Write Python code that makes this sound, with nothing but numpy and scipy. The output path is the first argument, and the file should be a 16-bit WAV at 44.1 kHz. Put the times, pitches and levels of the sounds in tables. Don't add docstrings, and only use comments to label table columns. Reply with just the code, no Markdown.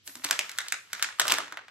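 import sys
import numpy as np
from scipy import signal
from scipy.fft import rfft, irfft, next_fast_len
from scipy.io import wavfile
from scipy.ndimage import uniform_filter1d, minimum_filter1d

SR = 44100
rng = np.random.default_rng(int(sys.argv[2]) if len(sys.argv) > 2 else 0)


def gain_from_db(level_db):
    decades = np.asarray(level_db, float) / 20
    return 10 ** decades


def generate_wav(signal):
    frames = np.transpose(np.atleast_2d(signal))
    scaled = np.clip(frames, -1, 1) * 32767
    pcm = np.round(scaled).astype(np.int16)
    wavfile.write(sys.argv[1], SR, pcm)


N = 74970

# start_s, peak_db,
# film_pitch_hz, crack_db, push_db
PEEL_SNAPS = [(.0598, -68.5, 2890, -1, -16), (.0757, -40.5, 1890, 18, 3), (.094, -44.5, 1990, -13, -1.5),
              (.154, -41, 1400, 19.5, 4.5), (.168, -50, 1390, 18, -10), (.196, -45.5, 1480, 8, 4),
              (.2199, -40.5, 1830, -12, -4), (.2374, -31, 1760, 0, -4), (.2425, -25, 1340, 11, -32),
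              (.2463, -23, 1780, 15, 0), (.2883, -27, 3540, -2, -2.5), (.298, -29, 1100, -4, 2),
              (.3092, -12, 1646, 10, -4.5), (.3185, -22.5, 1750, -8, -3), (.326, -23, 2910, 2, -1.5),
              (.391, -14, 2340, 7, -7.5), (.4444, -32, 1470, -10, -21), (.4933, -24.5, 1840, 1.5, -36),
              (.5157, -42.5, 1640, 18.5, -29), (.577, -37.5, 1470, 11, -27), (.5856, -14, 1650, 6, -58),
              (.6144, -31, 1410, 6, -33), (.6644, -30.5, 1680, -20, -33), (.6833, -27, 4000, 7.5, -37),
              (.7223, -12.5, 1830, 5.5, -39)]
# start_s, peak_db, film_pitch_hz, crack_db, push_db
PRESS_SNAPS = [(.902, -45.5, 1570, -7, -20), (.9308, -21, 1630, 7, -59), (.9952, -28, 1520, -5, -27),
               (1.0251, -10.5, 1760, 6.5, -17), (1.032, -24, 1670, 11.5, -33), (1.042, -22, 1840, -1, -22),
               (1.0465, -27, 1470, -2, -13), (1.0876, -28, 1560, -19, -1), (1.186, -33.5, 1240, -2, -4),
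               (1.1967, -9, 1470, 8, -2.5), (1.2038, -41, 1400, 29, -24), (1.217, -26.5, 1500, 11, -6),
               (1.2526, -24, 1270, -24, 6), (1.269, -22.5, 1530, 3, -28), (1.2801, -20, 3260, 12.5, -2),
               (1.2852, -21, 1450, 4, -37), (1.298, -16.5, 2820, -11, 1), (1.303, -16, 3400, -25, -3),
               (1.3155, -17, 1310, 2, 3.5), (1.3205, -11, 2800, 8.5, -6.5), (1.3381, -31.5, 2420, 20, -24),
               (1.3841, -20.5, 1490, 7, 6.5), (1.4785, -41, 1750, -29, 2), (1.523, -27, 1550, -5, 1),
               (1.5715, -24.5, 1610, -28.5, -1), (1.6492, -52.5, 1580, -18, -22),
               (1.6819, -34.5, 1550, -46, -9)]
# time_s, crackle_db, glue_over_crackle_db
HAND_EFFORT = [(0, -93, -8), (.07, -63, 14), (.13, -62, 9.5), (.22, -57.5, 2), (.26, -32, -8.5),
               (.4, -31, -16), (.55, -40, -11.5), (.67, -34.5, -17), (.76, -60, 0.5), (.88, -48.5, -12.5),
               (1.0, -32.5, -13.5), (1.09, -36.5, -32), (1.17, -46.5, -12), (1.25, -32, -19),
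               (1.31, -16, -14), (1.41, -31, -17), (1.5, -37, -44), (1.62, -51, -34)]
# start_s, level_db, main_pitch_hz
HAND_NUDGES = [(0.082, -41.5, 277), (0.154, -37, 249.5), (0.187, -42, 262), (.242, -29.5, 290),
               (0.311, -39, 288), (0.389, -55, 277), (0.618, -62, 277), (0.669, -62, 277),
               (0.725, -49, 277), (.94, -47, 200), (1.041, -45, 277), (1.202, -40, 390),
               (1.241, -40.5, 397), (1.268, -37.5, 274), (1.318, -27.5, 285.3), (1.382, -40, 288),
               (1.42, -37.5, 285), (1.519, -40, 305), (1.572, -70, 310)]
# frequency_hz, level_db
CRACK_COLOUR = [(700, -16.5), (1500, -3), (3000, 1), (6000, -0.05), (8500, -3), (10500, -5), (16500, -16)]
# multiple_of_film_pitch, level_db
FILM_OVERTONES = [(.6, -12.5), (2.1, -8), (3.7, -12.5)]
# frequency_hz, width_hz, level_db
PUSH_MODES = [(420, 310, -10.5), (606, 46, 5.5), (1040, 380, 1.5)]
# frequency_hz, level_db_per_hz
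CRACKLE_COLOUR = [(150, -47), (500, -0.5), (1400, 12.5), (3500, 3), (8000, -10), (10000, -38),
                  (15000, -32.5), (17000, -26)]
# frequency_hz, level_db_per_hz
GLUE_COLOUR = [(1000, -6), (2500, -5), (5000, -5), (8000, -9), (10000, -4.5), (12500, -9), (15000, -6),
               (16500, -27)]
# frequency_hz, level_db, t60_s
TABLE_MODES = [(120, -10.5, 0.15), (200, -4, 0.062), (277, 0.5, 0.13), (348, 2, 0.062)]
# frequency_hz, t60_s
ROOM_RING = [(200, 0.57), (800, 0.21), (2100, 0.32), (5500, 0.33), (12000, 0.38)]
# frequency_hz, level_db
FAR_COLOUR = [(300, 4), (1000, 6), (8600, -2.5), (10000, -3.5), (15000, -22), (16000, -22)]
# frequency_hz, level_db_per_hz
HUSH_COLOUR = [(20, -21), (45, -5), (100, 12.5), (160, -2), (300, -2.5), (730, -18), (3000, -6.5),
               (6000, -15.5), (16000, -46)]
# frequency_hz, likeness_0_to_1
LIKENESS = [(60, 0.56), (300, 0.79), (800, 0.31), (2000, 0.0496), (15000, 0.013)]
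# frequency_hz, lead_radians
LEFT_LEAD = [(1000, 1.49), (2500, -0.87), (4000, -1.36), (5300, -1.87), (6800, -1.5), (8500, -0.44)]
# frequency_hz, level_db
LEFT_LEVEL = [(200, -4), (700, -4), (1500, -1.2), (3000, .1), (6000, -.8)]
# frequency_hz, level_db
PORT_COLOUR = [(20, -32), (45, -15), (300, -9.5), (8400, -0.35), (16000, -2), (17200, -73)]

BREAK_SPIKE, BREAK_DELAY_S, BREAK_RISE_S = 5.08, 0.00028, 0.00013
CREEP_S, CREEP_DB = .003, -30
BURST_S, SETTLE_T60_S, RATTLE_T60_S = 0.0013, 0.012, .035
FILM_DB, RATTLE_DB = 3, -4
FILM_BROAD = 0.56
DULLING = 0.8
GRAINS, GRAIN_T60_S, GRAIN_DB, GRAIN_SPREAD_DB = 1100, .008, -11, 5
GLUE_BRIGHTEN, GLUE_TOP_HZ = 0.68, 9100
NUDGE_RISE_S = .006
ROOM_DB, ROOM_START_S = -6.5, 0.0042
WALL_DB, WALL_S, WALL_SPREAD_S = -12, .0205, .0028
HUSH_DB = -59.5
MONO_HZ, IN_STEP_HZ, TURN_HZ = (7800, 8800), 6900, 5200
SPARE_HZ, SPARE_DB, STEADY_DB, STEADY_TOP_HZ = 8600, -6.5, 6, 15300


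def creases():
    direct, wet = np.zeros((2, N + SR)), np.zeros((2, N + SR))
    for start_s, peak_db, film_hz, crack_db, push_db in list(PEEL_SNAPS) + list(PRESS_SNAPS):
        sound, lead = snap(film_hz, crack_db, push_db)
        at = round(start_s * SR) - lead
        place = rng.integers(-1, 2)
        direct[:, at:at + len(sound)] += gain_from_db(peak_db) * np.array([np.roll(sound, place), sound])
        answer = signal.fftconvolve(gain_from_db(peak_db) * scattered(sound)[None], room(), axes=1)
        wet[:, at + lead - 64:][:, :answer.shape[1]] += answer
    return ports(direct[:, :N]) + wet[:, :N]


def snap(film_hz, crack_db, push_db):
    lead = 700
    clock = (np.arange(SR // 10) - lead) / SR - BREAK_DELAY_S
    weak_db = min(crack_db, 0)

    def edge(f):
        return gain_from_db(along(CRACK_COLOUR, f) + DULLING * weak_db * np.log2(1 + f / 4000))

    def film_body(f):
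        modes = [(0.95, 0.014)] + list(FILM_OVERTONES)
        return sum(gain_from_db(db + weak_db * (k > 1)) * peak(f, k * film_hz, FILM_BROAD * film_hz) ** 2
                   for k, db in modes)

    def loose_film(f):
        return gain_from_db(crack_db - FILM_DB + 0.5) * edge(f) + peak(f, film_hz, 1.34 * film_hz) ** 2

    def wood(f):
        return sum((-1) ** k * gain_from_db(db) * peak(f, hz, width_hz)
                   for k, (hz, width_hz, db) in enumerate(PUSH_MODES))

    def part(t60_s, response):
        sound = filtered(burst(clock, lead, t60_s), response)
        return sound / np.abs(sound).max()

    crack = part(SETTLE_T60_S, edge)
    film = part(SETTLE_T60_S, film_body)
    rattle = part(RATTLE_T60_S, loose_film)
    push = part(SETTLE_T60_S, wood)
    mix = gain_from_db(crack_db) * crack + gain_from_db(FILM_DB) * film + gain_from_db(RATTLE_DB) * rattle + gain_from_db(push_db) * push
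    return mix, lead


def burst(clock, lead, t60_s):
    t = np.clip(clock, 0, None)
    spike = BREAK_SPIKE * (np.arange(len(t)) == lead + 40)
    creep = gain_from_db(CREEP_DB) * np.exp(np.clip(clock, None, 0) / CREEP_S) * (clock < 0)
    fall = gain_from_db(-60 * np.clip(t - BURST_S, 0, None) / t60_s)
    rise = 1 - np.exp(-t / BREAK_RISE_S)
    return even(spike + rng.standard_normal(len(t)) * (creep + fall * rise))


def even(x):
    z = rfft(x)
    power = np.abs(uniform_filter1d(np.abs(z) ** 2, size=80))
    return irfft(z / np.sqrt(power + 1e-12), len(x))


def scattered(x):
    power = uniform_filter1d(np.abs(rfft(x)) ** 2, size=60)
    click = irfft(np.sqrt(np.abs(power)), len(x))
    return np.roll(click, 64)[:512]


def crackle():
    draw = rng.random((GRAINS, 2))
    sizes = gain_from_db(-GRAIN_SPREAD_DB * np.log(draw[:, 1] + 0.024))
    kicks = np.bincount((draw[:, 0] * N).astype(int), sizes, N)
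    fade = gain_from_db(-60 * np.arange(SR // 50) / SR / GRAIN_T60_S)
    grains = signal.fftconvolve(kicks, fade)[:N] * rng.standard_normal(N)

    s, crackle_db, glue_db = np.transpose(HAND_EFFORT)
    time = np.arange(N) / SR
    hiss = unit(filtered(diffuse(N), lambda f: gain_from_db(along(GLUE_COLOUR, f))))
    treble = filtered(hiss, lambda f: 1 / (1 + (GLUE_TOP_HZ / (f + 1)) ** 4))
    brighten = gain_from_db(GLUE_BRIGHTEN * np.interp(time, s, glue_db)) - 1
    glue = gain_from_db(np.interp(time, s, crackle_db + glue_db)) * (hiss + brighten * treble)

    pops = unit(filtered(grains, lambda f: gain_from_db(along(CRACKLE_COLOUR, f))))
    pops = gain_from_db(np.interp(time, s, crackle_db) + GRAIN_DB) * pops
    return glue + ports(pops) + signal.fftconvolve(pops[None], room(), axes=1)[:, :N]


def table():
    out, t = np.zeros(N + SR), np.arange(SR // 3) / SR
    for start_s, nudge_db, pitch_hz in HAND_NUDGES:
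        shift = pitch_hz / TABLE_MODES[2][0]
        ring = 0
        for hz, level_db, t60_s in TABLE_MODES:
            fade = gain_from_db(level_db + rng.normal(0, 1) - 60 * t / t60_s)
            ring = ring + fade * np.sin(2 * np.pi * hz * shift * t)
        out[round(start_s * SR):][:len(t)] += gain_from_db(nudge_db) * ring * (1 - np.exp(-t / NUDGE_RISE_S))
    return out[:N] * gain_from_db([[-2.5], [2.2]])


def room():
    size = SR // 2
    hz, t, z = signal.stft(diffuse(size), SR, nperseg=256)
    fade = gain_from_db(-60 * t / along(ROOM_RING, hz)[:, None])
    tail = signal.istft(z * fade, SR, nperseg=256)[1][:, :size]
    t = np.arange(size) / SR
    tail = tail * (1 - np.exp(-(t / ROOM_START_S) ** 2))
    wall = rng.standard_normal(size) * np.exp(-((t - WALL_S) / WALL_SPREAD_S) ** 2)
    tail = gain_from_db(ROOM_DB) * tail / np.linalg.norm(tail[0])
    echo = gain_from_db(WALL_DB) * ports(wall) / np.linalg.norm(wall)
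    return filtered(tail + echo, lambda f: gain_from_db(along(FAR_COLOUR, f)))


def hush():
    return gain_from_db(HUSH_DB) * unit(filtered(diffuse(N), lambda f: gain_from_db(along(HUSH_COLOUR, f))))


def diffuse(size):
    def blend(hz):
        turn = np.arccos(np.clip(along(LIKENESS, hz), -1, 1)) / 2
        return np.array([np.cos(turn), np.sin(turn)])

    mid, side = filtered(rng.standard_normal((2, size)), blend)
    return np.array([mid + side, mid - side])


def ports(x):
    side = np.array([[.5], [-.5]])

    def response(hz):
        return gain_from_db(side * along(LEFT_LEVEL, hz)) * np.exp(1j * side * along(LEFT_LEAD, hz))

    return filtered(x * np.ones((2, 1)), response)


def unit(x):
    return x / np.sqrt(np.mean(x ** 2) + 1e-20)


def along(points, hz):
    f, v = np.transpose(points)
    return np.interp(np.log(hz + 1), np.log(f + 1), v)


def filtered(x, response):
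    n = x.shape[-1]
    m = next_fast_len(n + 4096)
    return irfft(rfft(x, m) * response(np.fft.rfftfreq(m, 1 / SR)), m)[..., :n]


def peak(f, hz, width_hz):
    return 1j * f * width_hz / (hz * hz - f * f + 1j * f * width_hz)


def scene():
    return creases() + crackle() + table() + hush()


def thrift(pair):
    hz, _, z = signal.stft(np.array([pair[0] + pair[1], pair[0] - pair[1]]) / 2, SR, nperseg=512)
    power = np.abs(uniform_filter1d(np.abs(z) ** 2, size=8, axis=1))
    loud = power[:, hz > SPARE_HZ].sum((0, 1))
    steady = loud < gain_from_db(2 * STEADY_DB) * np.roll(minimum_filter1d(loud, size=5), 1)
    slow = uniform_filter1d(power, size=5, axis=2)
    weaker = (slow < gain_from_db(2 * SPARE_DB) * slow[::-1]) & (hz > SPARE_HZ)[:, None]
    muted = (weaker | (hz > STEADY_TOP_HZ)[:, None]) & steady
    mid, side = signal.istft(z * ~muted, SR, nperseg=512)[1][:, :N]
    return np.array([mid + side, mid - side])


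def band_limit(x):
    return signal.sosfilt(signal.butter(12, 17150, fs=SR, output="sos"), x)


def record(dry):
    def share(f):
        return np.interp(f, MONO_HZ, [0, 1])

    def slip(f):
        return share(f) * np.exp(-2j * np.pi * (f - IN_STEP_HZ) / TURN_HZ)

    own = filtered(dry[0], lambda f: np.sqrt(1 - share(f) ** 2))
    left = own + filtered(dry[1], slip)
    heard = filtered(np.array([left, dry[1]]), lambda f: gain_from_db(along(PORT_COLOUR, f)))
    return band_limit(thrift(heard))


dry = scene()
out = record(dry)
generate_wav(out)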